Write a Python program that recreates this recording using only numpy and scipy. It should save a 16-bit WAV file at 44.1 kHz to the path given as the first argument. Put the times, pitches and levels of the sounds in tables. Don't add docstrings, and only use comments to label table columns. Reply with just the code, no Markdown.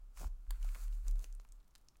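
import sys
import numpy as np
from scipy import signal
from scipy.fft import rfft, irfft
from scipy.io import wavfile
from scipy.ndimage import uniform_filter1d

SR = 44100
rng = np.random.default_rng(int(sys.argv[2]) if len(sys.argv) > 2 else 0)


def generate_wav(signal):
    frames = np.transpose(np.atleast_2d(signal))
    scaled = np.clip(frames, -1, 1) * 32767
    pcm = np.round(scaled).astype(np.int16)
    wavfile.write(sys.argv[1], SR, pcm)


N = 88200
T = np.arange(N) / SR
CLICK_SAMPLES = 2048
CLICK_HZ = np.fft.rfftfreq(CLICK_SAMPLES, 1 / SR) + 1


def slime_bursts():
    # start_s, snap_db, snap_top_hz, ring_hz, ring_db, hollow_hz, hollow_db
    pockets = [(0.1733, -48, 9000, 2440, -25, 1220, -25.5), (0.6286, -55, 9400, 6550, -27, 2780, -27),
               (.646, -36.5, 11800, 7140, -35, 750, -19.5), (0.6897, -50, 12000, 2440, -22.5, 1090, -32),
               (0.748, -33, 15000, 2070, -21, 1420, -23.5), (0.7535, -37, 12000, 2180, -23.5, 1420, -16.5),
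               (1.082, -41.5, 14500, 7000, -16.5, 600, -30), (1.1573, -41, 10800, 4040, -46, 750, -29.5),
               (1.1937, -39.5, 12000, 6550, -28.5, 450, -23),
               (1.2429, -31.5, 11000, 6240, -24.5, 2760, -25), (1.399, -37.5, 5570, 6800, -29, 1030, -33.5),
               (1.4498, -49, 15000, 2170, -34.5, 1150, -27.5),
               (1.7526, -35.5, 10400, 4380, -27, 1810, -30.5), (1.7582, -34.5, 8900, 4030, -33, 1200, -34)]
    # start_s, level_db, ring_hz, sharpness_q
    bubbles = [(.4675, -38.5, 1400, 1.3), (.7608, -21, 1200, 2.4), (.881, -38.5, 5040, 0.22),
               (.9267, -39.5, 3500, .3), (1.1117, -33, 10000, 0.48), (1.3263, -30.5, 6650, 4),
               (1.341, -50, 11000, 1.5), (1.3503, -32, 8900, 4.8), (1.4892, -38.5, 7450, 4.2),
               (1.522, -30, 7240, 3.4), (1.6025, -42.5, 4100, 5.5), (1.7087, -44.5, 6300, 4.5),
               (1.7809, -42.5, 10100, 1.6), (1.8857, -27, 5470, 3.7), (1.9564, -39, 2300, 2.4),
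               (1.9695, -43.5, 7640, 1.5)]
    # start_s, level_db, start_hz, end_hz, decay_s
    gaps = [(.2128, -51, 820, 604, 0.0029), (.2305, -51, 1050, 558, 0.0039),
            (.2428, -48.5, 1506, 527, 0.0033), (1.2425, -57, 830, 290, 0.0015),
            (1.3988, -56.5, 990, 380, 0.00089)]
    out = np.zeros(N)
    for rows, sound in (pockets, pocket_pop), (bubbles, bubble_tick), (gaps, squelch):
        for start_s, *settings in rows:
            add(out, start_s, sound(*settings))
    return out


def pocket_pop(snap_db, snap_top_hz, ring_hz, ring_db, hollow_hz, hollow_db):
    snap_low_hz, ring_q, hollow_q = 920, 4.6, 3.54
    snap = amp(snap_db) * (CLICK_HZ / np.hypot(CLICK_HZ, snap_low_hz)) ** 2
    ring = amp(ring_db) / np.hypot(1, ring_q * detuning(ring_hz))
    hollow = amp(hollow_db) / (1 + (hollow_q / 2 * detuning(hollow_hz)) ** 2)
    spectrum = np.sqrt(snap ** 2 + ring ** 2 + hollow ** 2)
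    return torn_click(spectrum / np.hypot(1, (CLICK_HZ / snap_top_hz) ** 3))


def bubble_tick(level_db, ring_hz, q=0.75):
    ring = amp(level_db) / np.hypot(1, q * detuning(ring_hz))
    return torn_click(ring / np.hypot(1, (CLICK_HZ / (2 * ring_hz)) ** 4))


def palm_smack(level_db=-13):
    # frequency_hz, gain_db
    colour = [(550, -12.5), (1050, 0), (1600, -4.5), (2300, -15), (4600, -2), (5600, -24), (6300, -14),
              (7100, -6), (16000, -11)]
    return torn_click(amp(level_db) * gain_at(CLICK_HZ, colour))


def squelch(level_db, start_hz, end_hz, decay_s):
    t = T[:CLICK_SAMPLES]
    pitch_hz = end_hz + (start_hz - end_hz) * np.exp(-t / decay_s)
    envelope = 2 * t / decay_s * np.exp(1 - 2 * t / decay_s)
    ragged = 1 + 0.45 * unit(uniform_filter1d(rng.standard_normal(len(t)), size=24))
    return amp(level_db) * envelope * ragged * np.sin(2 * np.pi * np.cumsum(pitch_hz) / SR)


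def squeeze_prickle(start_s=1.4, length_s=0.85, count=45, loudest_db=-49.5, lowest_hz=3520):
    out = np.zeros(N)
    for when, pitch, faintness in rng.random((count, 3)):
        tick = bubble_tick(loudest_db - 10 * np.sqrt(faintness), lowest_hz * 2 ** (2 * pitch))
        add(out, start_s + length_s * when ** 2, tick)
    return out


def kneading():
    # time_s, fizz_db, wet_db, press_db
    levels = [(0.459, -85, -90, -91), (.52, -78, -71.5, -84), (.59, -75, -77, -84.5),
              (.64, -65.5, -68, -86), (.72, -66, -72, -87), (0.759, -63, -68, -69), (.84, -62, -69, -81),
              (.90, -77.5, -79, -82), (.935, -68.5, -76, -82), (1.031, -78, -82, -85),
              (1.075, -66, -67, -68), (1.14, -82, -82.5, -82), (1.205, -69, -73, -78.5),
              (1.24, -62.5, -76, -68), (1.275, -78.5, -80, -84), (1.40, -87, -88, -88.5)]
    # frequency_hz, gain_db
    fizz = [(1500, -10.5), (3300, -8), (4400, 0), (5200, -4), (6900, 3), (8500, 1), (11000, -2),
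            (15500, -2.5)]
    wet = [(400, -22.5), (900, -3.5), (1400, 3), (1900, -8), (2500, -4), (3400, -17), (7000, -20)]
    press = [(80, -3.5), (400, 0.5), (700, -3.5), (1200, -27), (3000, -25)]
    return friction(levels, (fizz, wet, press), grains_per_s=(5300, 1300, 1300))


def hand_swipe():
    # time_s, hiss_db, drag_db
    levels = [(.13, -88.5, -100), (.175, -59.5, -84), (.218, -57, -55.5), (.248, -63, -57),
              (.278, -66, -66), (.295, -102, -94)]
    # frequency_hz, gain_db
    hiss = [(300, -11), (700, 0), (1400, 3), (1900, -7), (2500, -2), (3500, -8), (5000, -3), (7000, 0.5),
            (11500, -7), (15500, -6.5)]
    drag = [(60, 3), (150, 7.5), (300, 0), (700, -3), (1200, -18), (2000, -24.5), (9000, -59)]
    return friction(levels, (hiss, drag), grains_per_s=(5300, 1300))


def table_wobble(skew=0.72, cutoff_hz=95):
    # start_s, length_s, level_db, pitch_hz
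    shoves = [(-.03, 0.23, -52.5, 34.14), (0.158, 0.18, -43, 36.4), (0.249, 0.035, -36.5, 53),
              (0.293, 0.082, -41.5, 32.75), (0.364, 0.12, -49, 35.7), (0.478, 0.1, -35, 36.7),
              (0.581, 0.2, -34.5, 34.94), (0.778, 0.34, -37, 37.15), (1.036, 0.21, -31.5, 34.95),
              (1.243, .22, -44, 34.25), (1.46, 0.18, -55, 34.1)]
    out = np.zeros(N)
    for start_s, length_s, level_db, pitch_hz in shoves:
        t = np.arange(0, length_s, 1 / SR)
        arch = abs(np.sin(np.pi * (t / length_s) ** skew)) ** 0.99
        add(out, start_s, np.sqrt(2) * amp(level_db) * arch * np.sin(2 * np.pi * pitch_hz * t))
    return signal.sosfiltfilt(signal.butter(2, cutoff_hz, fs=SR, output="sos"), out)


def room_reverb(close, t60_s=0.3, level_db=-14.5):
    tail = echoes(t60_s / np.log(1000), build_s=0.0059, samples=16000)
    return amp(level_db) * signal.fftconvolve(close, tail)[:N]


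def room_tone(level_db=-65):
    # frequency_hz, gain_db
    colour = [(35, 21), (70, 4.5), (300, -8), (600, -13), (1250, -12), (1900, -21.5), (6800, -26.5),
              (16000, -27.5)]
    return amp(level_db) * coloured(rng.standard_normal(N), colour)


def torn_click(spectrum, smear=0.5):
    allpass = [smear ** 2, -2 * smear, 1]
    torn = signal.lfilter(allpass, allpass[::-1], shortest_click(spectrum))
    hands_and_table = amp(-4) * echoes(decay_s=0.001)
    things_nearby = amp(-8) * echoes(decay_s=0.0028)
    path = hands_and_table + things_nearby
    path[0] += 1
    return signal.fftconvolve(torn, path / np.linalg.norm(path))


def friction(levels, colours, grains_per_s, fade_db_per_s=29):
    time_s, *curves_db = np.transpose(levels)
    fade_db = fade_db_per_s * abs(T - np.clip(T, time_s[0], time_s[-1]))
    out = np.zeros(N)
    for curve_db, colour, rate in zip(curves_db, colours, grains_per_s):
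        envelope = amp(np.interp(T, time_s, curve_db) - fade_db)
        out += envelope * coloured(crackle(rate), colour)
    return out


def crackle(grains_per_s, spread_db=3.5, smooth_share=0.36):
    sizes = amp(spread_db * np.minimum(rng.exponential(1, N), 4))
    grains = sizes * rng.choice([-1, 1], N) * (rng.random(N) < grains_per_s / SR)
    return np.sqrt(1 - smooth_share) * unit(grains) + np.sqrt(smooth_share) * rng.standard_normal(N)


def echoes(decay_s, build_s=0.00082, samples=CLICK_SAMPLES):
    t = T[:samples]
    cloud = rng.standard_normal(samples) * np.exp(-t / decay_s) * np.clip(t / build_s, 0, 1) ** 2
    return cloud / np.linalg.norm(cloud)


def shortest_click(spectrum):
    log_gain = np.log(np.maximum(np.r_[spectrum, spectrum[-2:0:-1]], 1e-6))
    return np.fft.ifft(np.exp(np.conj(signal.hilbert(log_gain)))).real


def detuning(centre_hz):
    return CLICK_HZ / centre_hz - centre_hz / CLICK_HZ


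def gain_at(hz, colour):
    frequency_hz, gain_db = np.transpose(colour)
    return amp(np.interp(np.log(hz), np.log(frequency_hz), gain_db))


def coloured(x, colour):
    hz = np.fft.rfftfreq(N, 1 / SR) + 1
    return unit(irfft(rfft(x) * gain_at(hz, colour), N))


def amp(db):
    return 10 ** (np.asarray(db) / 20)


def unit(x):
    return x / np.sqrt(np.mean(x ** 2) + 1e-20)


def add(mix, start_s, sound):
    at = round(start_s * SR)
    sound = sound[max(-at, 0):]
    part = mix[max(at, 0):][:len(sound)]
    part += sound[:len(part)]


def scene():
    close = slime_bursts()
    add(close, start_s=0.5077, sound=palm_smack())
    close += squeeze_prickle() + hand_swipe() + kneading()
    return (close + room_reverb(close) + table_wobble() + room_tone())[None]


def record(dry):
    limit_hz = 16100
    lowpass = signal.firwin(255, limit_hz, window=("kaiser", 9), fs=SR)
    return signal.oaconvolve(dry, lowpass[None], "same")


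dry = scene()
out = record(dry)
generate_wav(out)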